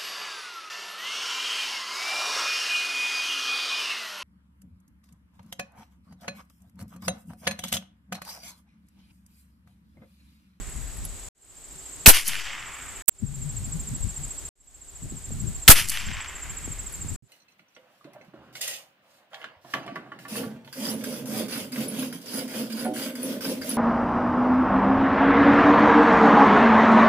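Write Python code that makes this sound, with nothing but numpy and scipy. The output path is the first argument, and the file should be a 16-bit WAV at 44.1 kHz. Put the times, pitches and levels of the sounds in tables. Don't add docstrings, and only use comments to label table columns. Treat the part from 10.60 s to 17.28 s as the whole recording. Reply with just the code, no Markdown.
import sys
import numpy as np
from scipy import signal
from scipy.fft import rfft, irfft, next_fast_len
from scipy.io import wavfile
from scipy.ndimage import uniform_filter1d, map_coordinates

SR = 44100
rng = np.random.default_rng(int(sys.argv[2]) if len(sys.argv) > 2 else 0)


def generate_wav(signal):
    frames = np.transpose(np.atleast_2d(signal))
    scaled = np.clip(frames, -1, 1) * 32767
    pcm = np.round(scaled).astype(np.int16)
    wavfile.write(sys.argv[1], SR, pcm)


def attenuation_scalar(level_db):
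    decades = np.asarray(level_db, float) / 20
    return 10 ** decades


N = 294579
T = np.arange(N) / SR

# start in seconds, end in seconds.
VIEWS = [(0, .687), (.7495, 2.422), (2.487, 3.89), (3.955, 6.561), (6.624, 6.7)]
# start in seconds, length in seconds.
FADES = [(.7495, 0.62), (2.487, 0.5), (3.955, 0.98), (6.624, 1)]
DUCK_DB, DUCK_HOLD_S, DUCK_RELEASE_S = -4.5, .55, .27

# frequency in Hz, level in dB.
RUMBLE = [(8, -30.5), (25, -0.5), (45, 0.5), (85, -7.5), (130, -38), (400, -120)]
FLUTTER = [(40, -120), (70, -6.5), (100, -1.5), (150, -4), (220, -10), (320, -20.5), (500, -38.5),
           (1200, -120)]
# start in seconds, level in dB, flutter over rumble in dB.
BREEZE = [(0, -42, -7.5), (.53, -44.5, -8.5), (.72, -50, -2), (1.47, -47, -4), (2.45, -45.5, -8),
          (3.93, -41.5, -9.5), (5.1, -34, -5), (5.6, -43, -8), (6.6, -55, -10)]
BREEZE_PAN_DB = 2
# start in seconds, hold in seconds, level in dB, flutter over rumble in dB, left over right in dB.
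GUSTS = [(.0, .08, -37.5, -3.5, -8.5), (0.155, .1, -35.5, -8, 12), (.36, .14, -38, -9, 3),
         (2.63, .1, -42.5, 4.5, 7.5), (2.78, 0.44, -39, -4, 2.5), (3.26, .1, -42.5, 4, 3),
         (3.411, .06, -32.5, -5, 12), (3.598, .05, -40.5, -3, 9.5), (4.44, .04, -41.5, 3, 5.5),
         (4.515, 0.028, -38.5, 2.5, 5), (4.685, .21, -37.5, 4.5, 4.5), (4.92, .06, -39.5, -8.5, 2.5),
         (5.45, .06, -37, -6.5, 8), (6.053, 0.026, -43, 5, 11), (6.163, .04, -42.5, -6.5, 9),
         (6.4, .145, -44, 8, -0.5)]
GUST_RISE_DB_PER_S, GUST_FALL_DB_PER_S = 500, 260.5
# centre in seconds, pitch in Hz, level in dB, half length in seconds.
EDDIES = [(2.632, 187, -23, 0.0095), (2.698, 145.3, -35, 0.046), (2.78, 130.2, -32, .04),
          (2.87, 125.8, -27, 0.033), (3.004, 104.2, -33, 0.079), (3.154, 137.9, -29, 0.031),
          (3.336, 127.1, -33.5, 0.042), (3.447, 109.6, -21, 0.014), (3.618, 137.4, -36.5, 0.033)]

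# frequency in Hz, level in dB.
ECHO_LOW = [(300, -120), (500, -21.5), (1100, -11), (1900, -2.5), (3100, -0.5), (3800, -10), (4500, -39),
            (8000, -120)]
ECHO_LATE = [(300, -120), (500, -18.5), (1100, -4.5), (2100, -2.5), (2900, -7.5), (3700, -15), (4500, -44),
             (8000, -120)]
ECHO_MIDDLE = [(2500, -120), (3800, -8), (4500, 0), (6200, -1), (7600, -7), (8800, -12), (12000, -120)]
ECHO_HIGH = [(6000, -120), (8200, -4), (9500, 2.5), (13000, -4.5), (20000, -13.5)]
# shot in seconds, level in dB, cut in seconds.
ANSWERS = [
    (-1.03, -1.5, .7),
    (1.45, 0, 2.44),
    (5.0783, -1, 6.58),
]
TRAP_S, TRAP_RISE_S, TRAP_HOLD_S, TRAP_FALL_DB_PER_S = .063, .028, .029, 285
TREES_S = .19
# trap in dB, trees in dB, trees rise in seconds, trees fall in dB per second.
VOICES = [
    (-23.5, -33, 0.062, 21.5),
    (-26.5, -36, 0.022, 46.5),
    (-24.5, -31.5, 0.033, 132.5),
]
# delay in seconds, level in dB, half length in seconds.
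CLUMPS = [
    (0.303, 1, 0.012),
    (0.472, 1.5, 0.023),
    (0.388, -2, 0.053),
]

# frequency in Hz, level in dB.
CHOIR = [(5000, -120), (6200, -19), (6800, -6.5), (7500, -3), (8000, -2.5), (8600, -18.5), (10000, -120)]
# first chirp in seconds, last in seconds, period in seconds, pitch in Hz, level in dB.
FAR = [(.03, .69, .0353, 8150, -43), (.774, 1.46, .0345, 8240, -39.5), (2.078, 2.42, .035, 8230, -43),
       (2.511, 3.89, .0343, 8240, -39.5), (3.972, 5.08, .0341, 8240, -40.5),
       (6.022, 6.56, .0342, 8230, -43), (.012, .69, .0525, 7820, -41), (.76, 6.68, .0585, 7880, -46),
       (.02, 6.68, .047, 7150, -50)]
DUTY = .33
# frequency in Hz, level in dB.
AIR = [(100, -120), (250, -10.5), (400, -15.5), (600, -15.5), (1300, -19), (5700, -22), (9000, -21.5),
       (14000, -25.5), (20000, -28)]

# delay after the shot in seconds, peak in dB.
CLAPS = [(0.2741, -21), (.2945, -14), (.333, -23), (.408, -24), (.436, -24), (0.491, -25), (.517, -29),
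         (.567, -27)]
CLAP_HZ, CLAP_T60 = 2160, .0069
# time in seconds, peak in dB, resonance in Hz.
CHIPS = [(1.5607, -14, 10500), (1.6672, -21, 6500), (1.67, -19, 5000), (1.6755, -19, 11500),
         (1.6793, -7, 10000), (1.6838, -8, 10000), (1.6865, -15, 7000), (1.6915, -17, 4500),
         (5.2868, -12, 7500), (5.2965, -17, 4000), (5.2925, -22, 8000), (5.296, -7, 10000),
         (5.3008, -10, 10000), (.445, -37, 4480), (.451, -31, 9500), (.453, -34, 3600), (.4545, -30, 10600),
         (.4577, -30, 9800)]
CHIP_T60 = .006
# time in seconds, peak in dB.
TICKS = [(.0965, -37), (.16, -40), (.368, -36), (.449, -24), (6.323, -33), (6.355, -41), (6.534, -41)]
TICK_HZ, TICK_T60 = 10700, .045
# time in seconds, peak in dB.
THUDS = [(1.68, -38), (1.93, -44), (5.18, -40), (5.29, -41), (4.455, -39), (4.52, -31), (4.705, -32),
         (6.075, -29.5), (6.445, -32)]
THUD_HZ, THUD_T60 = 208, .02

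# first stroke in seconds, last in seconds, strokes, level in dB,
# share of strokes with a wing hitch.
NEAR = [(.819, 1.399, 9, -36.5, .15), (1.621, 2.3563, 11, -37, .7), (2.508, 2.7409, 4, -30.5, 0),
        (2.8148, 3.0396, 4, -30.5, 0), (3.1185, 3.421, 5, -30.5, .15), (3.4883, 3.8487, 6, -30.5, .15),
        (3.999, 4.4951, 8, -32, .25), (4.5663, 4.7151, 3, -31.5, .6), (4.7961, 5.0204, 4, -31, .6),
        (5.241, 5.8946, 10, -31, .6), (5.9677, 6.4845, 8, -30.5, .9)]
# time in seconds, pitch in Hz.
STROKE = [(0, 7450), (.006, 7620), (.013, 7630), (.018, 7400), (.024, 6980)]
NEAR_JITTER_S, HITCH_DB, SMOOTH_DB = .001, 16, 2

# contact in seconds, level in dB, air push delay in seconds,
# push width at left in seconds, push width at right in seconds.
SHOTS = [
    (1.4598, 0, .0172, .0108, .0046),
    (5.0783, 0, .0152, .0098, .0048),
]
# time after contact in seconds, level in dB.
CARD = [(0, -2.5), (.0025, 1), (.0035, -8.5), (.0045, 6.5), (.008, 2), (.01, -15.5), (.03, -7), (.045, -19),
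        (.07, -35.5)]
SPRAY = [(0, -0.5), (.008, 2.5), (.017, 10), (.03, 10), (.04, -0.5), (.05, -11.5), (.06, -18), (.075, -30),
         (.1, -64)]
# centre in Hz, width in Hz, level in dB.
CARD_MODES = [
    (2750, 1000, -3.5),
    (1450, 900, -12.5),
    (300, 270, -10.5),
]
# frequency in Hz, level in dB.
SPRAY_COLOUR = [(100, -33), (300, -9), (700, -7.5), (1500, -4), (2800, -12.5), (4000, -7.5), (6000, -4.5),
                (8000, -1.5), (12000, 3), (20000, -2.5)]

# time in seconds, level in dB, spread in seconds.
CRACKLE = [(2.4595, -62, .0001), (2.4745, -52, .0001), (2.4793, -20, .0002), (2.4824, 6, .0003),
           (2.4852, 6, .0007), (2.4867, -5, .0008), (2.4882, 6, .0005), (2.4913, 6, .0005),
           (2.4941, 6, .00022)]


def unit(x):
    return x / np.sqrt(np.mean(x ** 2) + 1e-20)


def along(points, hz):
    f, v = np.transpose(points)
    return np.interp(np.log(hz + 1), np.log(f + 1), v)


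def curves(rows, t=T):
    s, *cols = np.transpose(rows)
    return [np.interp(t, s, c) for c in cols]


def wobble(rate):
    knots = rng.standard_normal(int(N * rate / SR) + 4)
    return map_coordinates(knots, [T * rate])


def filtered(x, response):
    count = x.shape[-1]
    m = next_fast_len(count + min(count, SR))
    return irfft(rfft(x, m) * response(np.fft.rfftfreq(m, 1 / SR)), m)[..., :count]


def rush(spectrum, alike, count=N, alike_high=None):
    points = [(2500, alike), (11000, alike if alike_high is None else alike_high)]

    def response(hz):
        turn = np.arccos(np.clip(along(points, hz), -1, 1)) / 2
        return attenuation_scalar(along(spectrum, hz)) * [np.cos(turn), np.sin(turn)]

    mid, side = filtered(rng.standard_normal((2, count)), response)
    return unit(np.array([mid + side, mid - side]))


def add(track, s, sound):
    part = track[..., round(s * SR):][..., :sound.shape[-1]]
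    part += sound[..., :part.shape[-1]]


def wind(gain_db):
    starts, levels, edges = np.transpose(BREEZE)
    now = np.searchsorted(starts, T, side="right").clip(1) - 1
    pan = attenuation_scalar([[BREEZE_PAN_DB / 2], [-BREEZE_PAN_DB / 2]])
    breeze = attenuation_scalar(levels[now] + gain_db + 2.2 * wobble(11)) * pan
    rumble = breeze ** 2
    flutter = (breeze * attenuation_scalar(edges[now])) ** 2
    for s, hold, db, edge_db, pan_db in GUSTS:
        rise_db = GUST_RISE_DB_PER_S * np.clip(s - T, 0, 1)
        fall_db = GUST_FALL_DB_PER_S * np.clip(T - s - hold, 0, 1)
        power = (attenuation_scalar(db - rise_db - fall_db) * attenuation_scalar([[pan_db / 2], [-pan_db / 2]])) ** 2
        rumble = rumble + power
        flutter = flutter + power * attenuation_scalar(2 * edge_db)
    lumps = attenuation_scalar(4.2 * np.array([wobble(25), wobble(25)]))
    gusts = np.sqrt(rumble) * rush(RUMBLE, .1)
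    gusts = gusts + np.sqrt(flutter) * unit(lumps * rush(FLUTTER, .078))
    swell = sum(attenuation_scalar(db) * np.exp(-((T - s) / half) ** 2) for s, _, db, half in EDDIES)
    pitch = curves(EDDIES)[0] * (1 + .13 * wobble(35))
    phase = 2 * np.pi * np.cumsum(pitch) / SR
    return gusts + swell * attenuation_scalar(1.6 * wobble(28)) * np.sin(phase) * attenuation_scalar([[3], [-11]])


def echoes():
    out = np.zeros((2, N))
    early, late = rush(ECHO_LOW, 1.0), rush(ECHO_LATE, .87)
    middle, high = rush(ECHO_MIDDLE, .7), rush(ECHO_HIGH, .56)
    grain = attenuation_scalar(1.7 * wobble(260))

    def swell(age, rise, hold, fall):
        return np.clip(age / rise, 0, 1) * attenuation_scalar(-fall * np.clip(age - rise - hold, 0, 9))

    for s, db, end in ANSWERS:
        age = T - s
        far = np.pi / 2 * np.clip((age - .26) / .45, 0, 1)
        clumps = attenuation_scalar(sum(gain * np.exp(-((age - delay) / half) ** 2) for delay, gain, half in CLUMPS))
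        low = clumps * (np.cos(far) * early + np.sin(far) * late)
        trap = swell(age - TRAP_S, TRAP_RISE_S, TRAP_HOLD_S, TRAP_FALL_DB_PER_S)
        for (trap_db, trees_db, rise, fall), layer in zip(VOICES, (low, middle, high)):
            trees = swell(age - TREES_S, rise, 0, fall)
            level = np.hypot(attenuation_scalar(trap_db) * trap, attenuation_scalar(trees_db) * trees)
            out += (T < end) * attenuation_scalar(db) * level * layer
    return out * unit(grain)


def far_crickets():
    out = attenuation_scalar(-45.5 + 1.0 * wobble(32)) * rush(CHOIR, .3)
    for first, last, period, hz, db in FAR:
        chirp = DUTY * period
        t = np.arange(round(chirp * SR)) / SR
        starts = np.arange(first, last, period)
        luck = rng.standard_normal((200, 5))
        for s, (late, pitch, size, pan, lag) in zip(starts, luck):
            lags = np.array([[0], [.6 * lag]])
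            phase = 2 * np.pi * hz * (1 + .005 * pitch) * (t - .6 * t * t) + lags
            level = attenuation_scalar(db + 1.5 * size + [[pan], [-pan]])
            add(out, abs(s + .0015 * late), level * np.sin(np.pi * t / chirp) * np.sin(phase))
    return out


def open_air():
    return attenuation_scalar(-47.0) * rush(AIR, .49, alike_high=.062)


def distant_hum():
    return attenuation_scalar(-64.5) * rush([(300, -120), (360, -23), (386, .5), (412, -19.5), (480, -120)], .99)


def ticks():
    out = np.zeros((2, N))
    t = np.arange(SR // 25) / SR
    puffs = [(s + delay, db, CLAP_HZ, CLAP_T60) for s, *_ in SHOTS for delay, db in CLAPS]
    puffs += [(s, db, hz, CHIP_T60) for s, db, hz in CHIPS]
    puffs += [(s, db, TICK_HZ, TICK_T60) for s, db in TICKS]
    puffs += [(s, db, THUD_HZ, THUD_T60) for s, db in THUDS]
    for s, db, hz, t60 in puffs:
        width = max(hz * min(.0065 / t60, 1), 170)
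        decay = attenuation_scalar(-60 * t / t60) * (1 - np.exp(-30 * t / t60))
        puff = rush([(20, 0), (20000, 0)], .88, count=len(t)) * decay
        ring = filtered(puff, lambda f: (1j * f * width / (hz * hz - f * f + 1j * f * width)) ** 2)
        add(out, s, attenuation_scalar(db) * ring / np.abs(ring).max())
    return out


def near_cricket():
    out = np.zeros((2, N))
    t = np.arange(round(.026 * SR)) / SR
    strokes = [(s, db, share) for first, last, count, db, share in NEAR
               for s in np.linspace(first, last, count)]
    luck = rng.standard_normal((len(strokes), 6))
    dice = rng.random(len(strokes))
    for (s, db, share), (pace, tune, slip, bright, late, size), die in zip(strokes, luck, dice):
        depth_db = HITCH_DB if die < share else SMOOTH_DB
        pitch = curves(STROKE, t * (1 + .04 * pace))[0] * (1 + .005 * tune)
        phase = 2 * np.pi * np.cumsum(pitch) / SR
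        attack = np.clip(t / .006, 0, 1) ** .7
        release = np.clip((.0245 - t) / .004, 0, 1) * attenuation_scalar(-130 * np.clip(t - .011, 0, 1))
        hitch = np.exp(-((t - .0178 - .001 * slip) / .0008) ** 2)
        octave = attenuation_scalar(-12 + 4 * bright) * (t / .022) ** 4 * np.sin(2 * phase)
        tone = np.sin(phase) + octave
        rasp = uniform_filter1d(rng.standard_normal(len(t)), size=5) * 2
        click = .017 * depth_db * hitch * np.sin(1.6 * phase) * rasp
        song = attack * release * attenuation_scalar(-depth_db * hitch) * tone + click
        level = attenuation_scalar(db + .07 + .44 * size) * attenuation_scalar([[-1.3], [1.3]])
        add(out, s - .0012 + NEAR_JITTER_S * late, level * song)
    return out


def shots():
    out, push = np.zeros((2, N)), np.zeros((2, N))
    t = np.arange(SR // 8) / SR

    def modes(f):
        return sum((-1) ** k * attenuation_scalar(db) * 1j * f * w / (c * c - f * f + 1j * f * w)
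                   for k, (c, w, db) in enumerate(CARD_MODES))

    for s, db, delay, *widths in SHOTS:
        blow = rush([(20, 0), (20000, 0)], .93, count=len(t))
        card = unit(filtered(blow, modes)) * attenuation_scalar(curves(CARD, t)[0])
        spray = rush(SPRAY_COLOUR, .8, count=len(t), alike_high=.1) * attenuation_scalar(curves(SPRAY, t)[0])
        width = np.array(widths)[:, None]
        slug = np.clip((t - delay) / .001, 0, 1) * np.clip((delay + width - t) / (.5 * width), 0, 1)
        add(out, s, attenuation_scalar(db) * (card + spray) * attenuation_scalar(-19 * slug))
        add(push, s, -1.08 * slug)

    def coupling(hz):
        return -hz ** 2 / (1.92 ** 2 - hz ** 2 + 1j * 3.6 * hz)

    def sag(hz):
        return 1 - .38 / (1 + 1j * hz / .83)

    swing = filtered(filtered(push, coupling) - push, sag)
    return out + push + 3.4 * swing


def crackle_burst():
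    t = np.arange(SR // 20) / SR + 2.455
    partials = [(7850, .3), (7000, .14), (8700, .2), (10500, .1), (13900, .14), (15400, .22)]  # Hz, amplitude
    tones = sum(a * np.sin(2 * np.pi * hz * t) for hz, a in partials)
    pulses = sum(attenuation_scalar(db) * np.exp(-np.abs(t - s) / spread) for s, db, spread in CRACKLE)
    spikes = sum(attenuation_scalar(db) * np.exp(-np.abs(t - s) / .00015) for s, db, _ in CRACKLE)
    spikes = spikes * np.diff(rng.standard_normal(len(t) + 2), 2)
    out = np.zeros((2, N))
    add(out[1], t[0], tones * pulses + .3 * spikes)
    return out


def field_level():
    fade = np.ones(N)
    for s, length in FADES:
        progress = np.clip((T - s) / length, 0, 9) + .03
        fade = np.where(T >= s - .03, np.tanh(progress ** 1.6 * 1.28) ** (1 / 1.44), fade)
    duck = sum((T > s) * np.clip((s + DUCK_HOLD_S + DUCK_RELEASE_S - T) / DUCK_RELEASE_S, 0, 1)
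               for s, *_ in SHOTS)
    return 20 * np.log10(fade) + DUCK_DB * duck


def scene():
    gain_db = field_level()
    field = attenuation_scalar(gain_db) * (far_crickets() + near_cricket() + open_air())
    hum = attenuation_scalar(gain_db * .76) * distant_hum()
    return field + hum + wind(gain_db) + shots() + echoes() + ticks()


def low_pass(x):
    return signal.sosfilt(signal.butter(12, 16050, fs=SR, output="sos"), x)


def record(dry):
    limited = np.clip(dry, -1.02, 1.02)
    heard = filtered(limited, lambda hz: np.sin(np.pi / 2 * np.clip((14450 - hz) / 300, 0, 1)) ** 2)
    gate = np.zeros(N)
    for start, end in VIEWS:
        smear = attenuation_scalar(-58 - 5000 * np.clip(T - end, 0, .05))
        gate += (T >= start) * np.where(T < end, 1, smear) * (T < end + .03)
    mix = np.clip(heard * gate + crackle_burst(), -1, 1)
    return low_pass(mix)


dry = scene()
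out = record(dry)
generate_wav(out)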